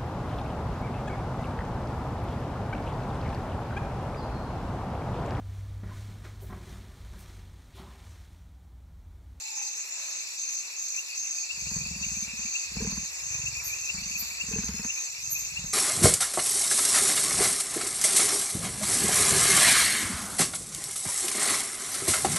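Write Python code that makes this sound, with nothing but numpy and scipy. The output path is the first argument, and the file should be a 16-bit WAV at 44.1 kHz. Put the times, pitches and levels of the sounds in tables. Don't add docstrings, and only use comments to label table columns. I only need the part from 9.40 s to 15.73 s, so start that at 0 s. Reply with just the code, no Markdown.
import sys
import numpy as np
from scipy import signal
from scipy.fft import rfft, irfft
from scipy.io import wavfile
from scipy.ndimage import uniform_filter1d

SR = 44100
rng = np.random.default_rng(int(sys.argv[2]) if len(sys.argv) > 2 else 0)


def pcm_store(signal):
    levels = np.round(np.clip(np.atleast_2d(signal), -1, 1) * 32767)
    wavfile.write(sys.argv[1], SR, levels.astype(np.int16).T)


N = 279153
T = np.arange(N) / SR
FREQS = np.arange(N // 2 + 1) * SR / N

# the functions add their own gain.
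# start_s, end_s, attack_s, peak_db, sag_db_per_s, first_pulses_per_s, slowing_hz_per_s,
# first_throat_hz, last_throat_hz, first_mouth, last_mouth (0 shut, 1 open), rasp_tilt_db_per_octave
GROWLS = [(2.173, 3.112, 0.15, -31.5, 11, 21.8, 5.4, 167, 224, 0.32, .01, -8),
          (3.316, 3.644, 0.054, -26.5, 13, 19.4, .5, 203, 203, 0.38, 0.22, -3),
          (3.82, 4.45, 0.16, -35, 35, 24, 6.3, 130.4, 102, 0.4, .2, -2),
          (4.509, 4.933, 0.035, -37.5, 16, 31, 55.3, 183, 216, 0.04, .04, 0),
          (5.035, 5.501, 0.12, -25, 26, 20.4, 5, 198.9, 220, 0.5, 0.49, 9.5),
          (5.69, 6.16, 0.17, -47, 1, 22.3, 5.9, 115, 160, 0.4, .15, 0),
          (6.137, 6.397, 0.089, -33, 50, 19.7, 5.6, 163, 192, 0.3, .1, 3)]
# pitch_hz, width_hz, level_db
MOUTH_RINGS = [(444.5, 24, -2.5), (1000, 200, -14.5), (1590, 89, -11.5)]
CHEST_FADE_DB_PER_S = 10.5


def undb(db):
    return 10 ** (np.asarray(db) / 20)


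def unit(x):
    return x / np.sqrt(np.mean(x ** 2))


def curve(rows):
    return np.interp(T, *np.transpose(rows))


def add(out, sound, at):
    i = int(np.clip(at * SR, 0, N))
    out[i:i + len(sound)] += sound[:N - i]


def band(x, hz, width_hz):
    edges_hz = [hz - width_hz / 2, hz + width_hz / 2]
    return signal.sosfilt(signal.butter(3, edges_hz, "band", fs=SR, output="sos"), x)


def resonate(x, hz, width_hz):
    return signal.lfilter(*signal.iirpeak(hz, hz / width_hz, fs=SR), x)


def ring(t, hz, width_hz):
    return np.exp(-np.pi * width_hz * t) * np.sin(2 * np.pi * hz * t)


def sine(hz):
    return np.sin(2 * np.pi * np.cumsum(hz) / SR)


def walk(rate):
    knots = rng.standard_normal(int(N / SR * rate) + 2)
    return np.interp(T * rate, np.arange(len(knots)), knots)


def gates(rows, edge_s):
    return sum(undb(db) * np.clip(np.minimum(T - start, end - T) / edge_s + .5, 0, 1)
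               for start, end, db in rows)


def outdoors(x, lead_ms, scatter_db, tail_s, left_db=0):
    t = T[:SR // 2]
    right = irfft(rfft(x) * np.exp(-2j * np.pi * FREQS * lead_ms / 1000), N)
    direct = np.array([x, right]) * undb([[left_db / 2], [-left_db / 2]])
    tails = rng.standard_normal((2, len(t))) * undb(-60 * t / tail_s)
    tails /= np.sqrt(np.sum(tails ** 2, axis=1, keepdims=True))
    scattered = signal.fftconvolve(x[None], tails, axes=1)[:, :N]
    return direct + undb(scatter_db) * scattered


def wash(spectrum, shared=0.54, blend_hz=390):
    hz, db = np.transpose(spectrum)
    gain = undb(np.interp(np.log(FREQS + 1), np.log(hz), db)) * np.sqrt(SR / 2)
    common, left, right = rfft(rng.standard_normal((3, N)))
    alike = np.clip(shared + (1 - shared) * np.exp(-(FREQS / blend_hz) ** 2), 0, 1)
    late = np.exp(-2j * np.pi * FREQS * 7 / SR)
    sides = np.sqrt(alike) * np.array([common, common * late])
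    sides += np.sqrt(1 - alike) * np.array([left, right])
    return irfft(gain * sides, N)


def night(groups_hz=(2500, 4000, 5500, 7300, 11000)):
    # pitch_hz, level_db_per_hz
    high_hiss = [(300, -135), (1500, -104), (2100, -84.5), (2600, -71), (3100, -95), (3700, -79),
                 (4250, -80), (5000, -83), (5800, -77), (7300, -74.5), (8200, -84), (9000, -108),
                 (10300, -88.5), (13000, -93.5)]
    # pitch_hz, level_db_per_hz
    air_colour = [(25, -122), (70, -113), (200, -100), (400, -91), (700, -89.5), (1000, -85.5),
                  (1500, -87.5), (2000, -81.5), (3200, -104)]
    # time_s, level_db
    air_swell = [(0, -4.5), (.45, -1), (.62, 0), (.88, -2.5), (1.5, -4.5), (2.4, -1.5), (4.1, 0),
                 (6.33, -2)]
    chorus, out = rfft(wash(high_hiss)), 0
    for share in np.eye(len(groups_hz)):
        voices = irfft(chorus * np.interp(FREQS, groups_hz, share), N)
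        shimmer_db = 4.5 * np.tanh(.4 * walk(9) + .7 * walk(35) + .3 * walk(140)) - .6
        out = out + voices * undb(shimmer_db)
    return out + wash(air_colour) * undb(curve(air_swell) + 1.4 * walk(40) + 1.4 * walk(16))


def far_crickets(waver_hz=150, uneven_db=10):
    # pitch_hz, pulses_per_s, level_db
    crickets = [(4380, 53, -54.5), (5050, 27, -58.5), (5430, 68, -54), (5825, 34, -53), (6940, 64, -46.5),
                (7290, 40, -54), (7650, 79, -56)]
    out = 0
    for hz, rate, db in crickets:
        pulses = sine(rate / 2 * (1 + .12 * walk(15))) ** 4
        pulses *= undb(uneven_db * np.tanh(walk(25)))
        tone = sine(hz + waver_hz * (walk(300) + .6 * walk(20)))
        trill = undb(db) * unit(pulses * tone)
        out = out + outdoors(trill, lead_ms=rng.uniform(-0.21, 0.27), scatter_db=-2, tail_s=0.19)
    return out


def swarm(low_hz, high_hz, level_db, count):
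    out = np.zeros((2, N))
    for when, pitch, length, size, side, lag in rng.random((count, 6)):
        t = np.arange(0, .005 + .018 * length, 1 / SR)
        shape = undb(10 * size) * np.sin(np.pi * t / t[-1]) ** 2
        phase = 2 * np.pi * (low_hz + (high_hz - low_hz) * pitch) * t
        add(out[0], np.sqrt(side) * shape * np.sin(phase), when * N / SR)
        add(out[1], np.sqrt(1 - side) * shape * np.sin(phase + 2 * np.pi * lag), when * N / SR)
    return undb(level_db) * unit(out * undb(2 * walk(18)))


def far_hoot():
    note = unit(band(rng.standard_normal(N), hz=859, width_hz=128))
    note *= gates([(-.1, 0.3, -58.5)], edge_s=0.15)
    return outdoors(note, lead_ms=0.19, scatter_db=-2.3, tail_s=0.66)


def pip(hz, half_s, rise_hz_per_s=11000):
    t = np.arange(-half_s, half_s, 1 / SR)
    shape = np.cos(np.pi * t / half_s / 2) ** 2
    hoarse = np.interp(t, np.linspace(-half_s, half_s, 16), rng.standard_normal(16))
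    return shape * np.sin(2 * np.pi * (hz * t + rise_hz_per_s * t ** 2 / 2) + 0.021 * hoarse)


def frog_group(count=5, low_hz=2380, high_hz=2580, period_s=.24):
    out = np.zeros(N)
    for hz in np.linspace(low_hz, high_hz, count):
        chance = rng.standard_normal((N // (SR // 4), 3))
        times = period_s * (np.cumsum(1 + .15 * chance[:, 0]) - 1 - rng.random())
        for at, (_, size, detune) in zip(times[times > 0], chance[times > 0]):
            add(out, undb(2 * size) * pip(hz + 45 * detune, half_s=0.013), at)
    return out


def frogs(near_db=-8, group_db=-9, far_db=-2, far_pips=420, half_s=0.021):
    # time_s, level_db, pitch_hz
    near_pips = [(1.587, -25, 2690), (2.106, -23, 2677), (2.636, -25, 2703), (3.02, -31, 2487),
                 (3.156, -22, 2665), (3.948, -27, 2494), (4.068, -22, 2652), (4.164, -27, 2440),
                 (4.334, -23.5, 2510), (4.496, -21, 2680), (4.76, -23, 2544), (5.011, -21.5, 2690),
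                 (5.14, -25, 2590), (5.5, -23.5, 2706), (5.578, -27.5, 2470), (5.962, -23.5, 2530),
                 (6.172, -23, 2715)]
    # time_s, level_db
    chorus_swell = [(0, -40), (1.3, -42), (1.9, -35), (3.15, -34), (3.6, -42), (4.2, -32), (5.2, -37.5),
                    (6.33, -39)]
    near, far, swell = np.zeros(N), np.zeros(N), undb(curve(chorus_swell))
    for at, db, hz in near_pips:
        add(near, undb(db + near_db) * pip(hz, half_s), at - half_s)
    for when, pitch, length, size in rng.random((far_pips, 4)):
        call = pip(hz=2230 + 470 * np.sqrt(pitch), half_s=.004 + .008 * length)
        add(far, undb(far_db + 13 * (size - 1)) * call, when * N / SR)
    group = undb(group_db) * frog_group()
    return (outdoors(near, lead_ms=0.14, scatter_db=0.5, tail_s=0.084, left_db=9.5)
            + outdoors(swell * group, lead_ms=0.086, scatter_db=0, tail_s=0.088, left_db=5.9)
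            + outdoors(swell * far, lead_ms=0.12, scatter_db=-1.8, tail_s=0.1, left_db=3.3))


def bush_cricket(strokes_per_s=51, pitch_hz=6330, peaks_db=-5.5, stroke_db=-10, hiss_db=-13):
    # pitch_hz, width_hz, level_db
    chirp_peaks = [(6080, 37, 7), (6292, 61, 1.5), (6425, 52, 9), (6530, 110, -5)]
    # start_s, end_s, level_db
    chirps = [(.16, .43, -34), (.58, .83, -35.5), (.98, 1.22, -32), (1.37, 1.62, -33.5), (1.76, 2.05, -33),
              (2.19, 2.44, -35.5), (2.61, 2.85, -34), (2.98, 3.26, -34.5), (3.41, 3.68, -35),
              (3.83, 4.1, -33.5), (4.25, 4.5, -35), (4.63, 4.8, -37.5), (5.07, 5.29, -34),
              (5.44, 5.67, -32), (5.83, 6.09, -34), (6.24, 6.4, -37)]
    phase = np.cumsum(strokes_per_s * (1 + .04 * walk(9))) / SR % 1
    stroke = np.exp(-.5 * ((phase - .5) / .07) ** 2) * (1 + .7 * np.tanh(walk(50)))

    def song():
        tone = sine(pitch_hz + 200 * walk(400))
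        scrape = rng.standard_normal(N) * (1 + 0.21 * stroke)
        peaks = sum(undb(db) * resonate(scrape, hz, width) for hz, width, db in chirp_peaks)
        peaks = unit(resonate(peaks, pitch_hz, 1200))
        hiss = unit(band(scrape, 6530, 970))
        return undb(peaks_db) * peaks + undb(stroke_db) * unit(stroke * tone) + undb(hiss_db) * hiss

    direct = outdoors(song(), lead_ms=.19, scatter_db=-20, tail_s=.035)
    through_leaves = undb(-2) * np.array([song(), song()])
    return (direct + through_leaves) * gates(chirps, edge_s=.04) * undb(walk(16))


def rustle(level_db=-59.5, grain_db=1.5):
    leaves = unit(band(rng.standard_normal(N), hz=1350, width_hz=1500) * undb(grain_db * walk(120)))
    leaves *= gates([(.51, .78, level_db)], edge_s=0.14)
    return outdoors(leaves, lead_ms=0.086, scatter_db=0, tail_s=.1)


def trilling_cricket(pulses_per_s=36, pitch_hz=4550, waver_hz=160, gain_db=5.5):
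    # start_s, end_s, level_db
    trills = [(.7, 1.45, -61), (1.68, 2.75, -53.5), (3.0, 3.6, -53), (3.85, 4.3, -58), (4.52, 5.3, -52.5),
              (5.6, 6.33, -65)]
    pulses = sine(pulses_per_s / 2 * (1 + .05 * walk(12))) ** 2
    pulses *= undb(2.2 * walk(30) + 3.5 * np.tanh(walk(13)))
    tone = sine(pitch_hz + waver_hz * walk(400))
    song = undb(gain_db) * unit(pulses * tone) * gates(trills, edge_s=0.026)
    return outdoors(song, lead_ms=0.15, scatter_db=-0.11, tail_s=0.23)


def effort_db(growl, t, swell_db=15.5, fade_db=20, release_s=0.034):
    start, end, attack, peak_db, sag = growl[:5]
    rising = np.clip(1 - (t - start) / attack, 0, 1)
    falling = np.clip(1 - (end - t) / release_s, 0, 1)
    return peak_db - swell_db * rising - sag * np.maximum(t - start - attack, 0) - fade_db * falling


def chest_rumble(gain_db=-22, follow=0.73, smooth_s=0.16, chest_hz=64):
    effort = np.zeros(N)
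    for growl in GROWLS:
        start, end = growl[:2]
        chest_db = effort_db(growl, T) - CHEST_FADE_DB_PER_S * (T - start)
        effort += undb(chest_db) * (T > start) * (T < end)
    width = int(smooth_s * SR)
    swell = uniform_filter1d(uniform_filter1d(effort ** follow, width), width)
    noise = rng.standard_normal(N)
    tissue = band(noise, chest_hz, 24) + .22 * band(noise, 130, 110)
    return undb(gain_db) * swell * unit(tissue)


def rasp(mouth, tilt_db, gain_db=-15, rattle_db=-10, rattle_s=0.03, grain_db=5):
    # pitch_hz, width_hz, level_db
    rasp_bands = [(620, 200, -1), (980, 340, 4.5), (1600, 300, 1.5), (2050, 400, -6), (3000, 600, -17)]
    t = T[:SR // 8]
    grain = undb(grain_db * np.interp(t, np.linspace(0, t[-1], 60), rng.standard_normal(60)))
    noise, air = rng.standard_normal(len(t)), 0
    for hz, width, db in rasp_bands:
        shifted_hz = hz * (1 + .05 * rng.standard_normal())
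        air = air + undb(db + tilt_db * np.log2(hz)) * band(noise, shifted_hz, width)
    spit = np.exp(-t / .004)
    rattle = undb(rattle_db) * grain * np.exp(-t / rattle_s)
    onset = 1 - np.exp(-t / .0006)
    return (mouth + 0.085) * undb(gain_db) * unit(air) * (spit + rattle) * onset


def throat_pulse(throat_hz, mouth, boom=1, chest_hz=66, chest_db=-8, mouth_db=-14):
    t = T[:SR // 8]
    detune = 1 + 0.045 * rng.standard_normal(3)
    rise, rise_s = 0.29, 0.0035
    bent_time = t - rise * rise_s * (1 - np.exp(-t / rise_s))
    throat = ring(bent_time, throat_hz * detune[1], width_hz=52 * undb(2 * rng.standard_normal()))
    chest = boom * undb(chest_db) * ring(t, chest_hz * detune[0], width_hz=30)
    low_ring = undb(-12) * ring(t, 115 * detune[2], width_hz=62)
    body = (chest + throat + low_ring) * (1 - np.exp(-t / 0.002))
    lips = sum(undb(db) * ring(t, hz * detune[2], width) for hz, width, db in MOUTH_RINGS)
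    lips *= 1 - np.exp(-t / 0.00037)
    cutoff_hz = 1.38 * throat_hz * (1 + 0.5 * mouth)
    muffled = signal.sosfilt(signal.butter(4, cutoff_hz, fs=SR, output="sos"), body)
    return 0.89 * muffled + mouth * undb(mouth_db) * lips


def voice_catch(rasp_db, thump_db=7, roughness=0.33):
    t = T[:SR // 8]
    mouth_ring = sum(undb(db) * ring(t, hz, width) for hz, width, db in MOUTH_RINGS)
    mouth_ring *= 1 + roughness * walk(280)[:len(t)]
    thump = undb(thump_db) * ring(t, hz=105, width_hz=95)
    return mouth_ring - thump + undb(rasp_db) * rasp(mouth=0.75, tilt_db=-1)


def leopard(growl_db=6.5, flap_db=-11, catch_db=-10, uneven_db=1.3, rasp_lead_s=0.0054):
    # time_s, level_db, rasp_db
    catches = [(3.357, -28, -6), (3.405, -20.5, 4), (3.447, -23, 1), (5.113, -27, -14), (5.159, -20, -12)]
    out = chest_rumble()
    for growl in GROWLS:
        start, end, _, _, _, rate, slowing, first_hz, last_hz, first_mouth, last_mouth, tilt_db = growl
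        t = np.arange(0, end - start, 1 / SR)
        cycles = rate * t - slowing * t ** 2 / 2
        pulse_times = start + np.interp(np.arange(int(cycles[-1]) + 1), cycles, t)
        for at in pulse_times:
            size = undb(growl_db + effort_db(growl, at) + uneven_db * rng.standard_normal())
            hz = np.interp(at, [start, end], [first_hz, last_hz])
            mouth = np.interp(at, [start, end], [first_mouth, last_mouth])
            boom = undb(-CHEST_FADE_DB_PER_S * (at - start))
            add(out, size * throat_pulse(hz, mouth, boom), at)
            add(out, size * rasp(mouth, tilt_db), at - rasp_lead_s)
            flap = throat_pulse(hz, mouth=0) + rasp(mouth, tilt_db)
            flap *= size * boom * undb(flap_db + 2 * rng.standard_normal())
            add(out, flap, at + rng.uniform(0.01274, 0.036))
    for at, db, rasp_db in catches:
        add(out, undb(db + catch_db) * voice_catch(rasp_db), at)
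    return out


def insect_zips(zip_s=0.026, width_hz=850, echo_db=-11):
    # time_s, level_db, pitch_hz
    zips = [(4.254, -39.5, 12350), (4.28, -37.5, 11760), (4.802, -32, 12270), (5.927, -29.5, 12050),
            (5.995, -43, 12110)]
    out = np.zeros((2, N))
    t = np.arange(-2 * zip_s, 2 * zip_s, 1 / SR)
    for at, db, hz in zips:
        for side in out:
            scrape = unit(band(rng.standard_normal(len(t)), hz, width_hz))
            add(side, undb(db) * scrape * np.exp(-2 * (t / zip_s) ** 2), at - 2 * zip_s)
    return out + undb(echo_db) * outdoors(out.mean(axis=0), lead_ms=0, scatter_db=7.9, tail_s=.53)


def scene():
    return (leopard() + bush_cricket() + trilling_cricket() + far_crickets()
            + swarm(low_hz=4100, high_hz=5600, level_db=-50, count=2200)
            + swarm(low_hz=5600, high_hz=7900, level_db=-45, count=3000)
            + frogs() + insect_zips() + far_hoot() + rustle() + night())


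def record(dry):
    bottom_hz, top_hz = 37, 13200
    thinned = signal.sosfilt(signal.butter(3, bottom_hz, "high", fs=SR, output="sos"), dry)
    return signal.sosfilt(signal.ellip(10, .2, 80, top_hz, fs=SR, output="sos"), thinned)


dry = scene()
out = record(dry)
pcm_store(out)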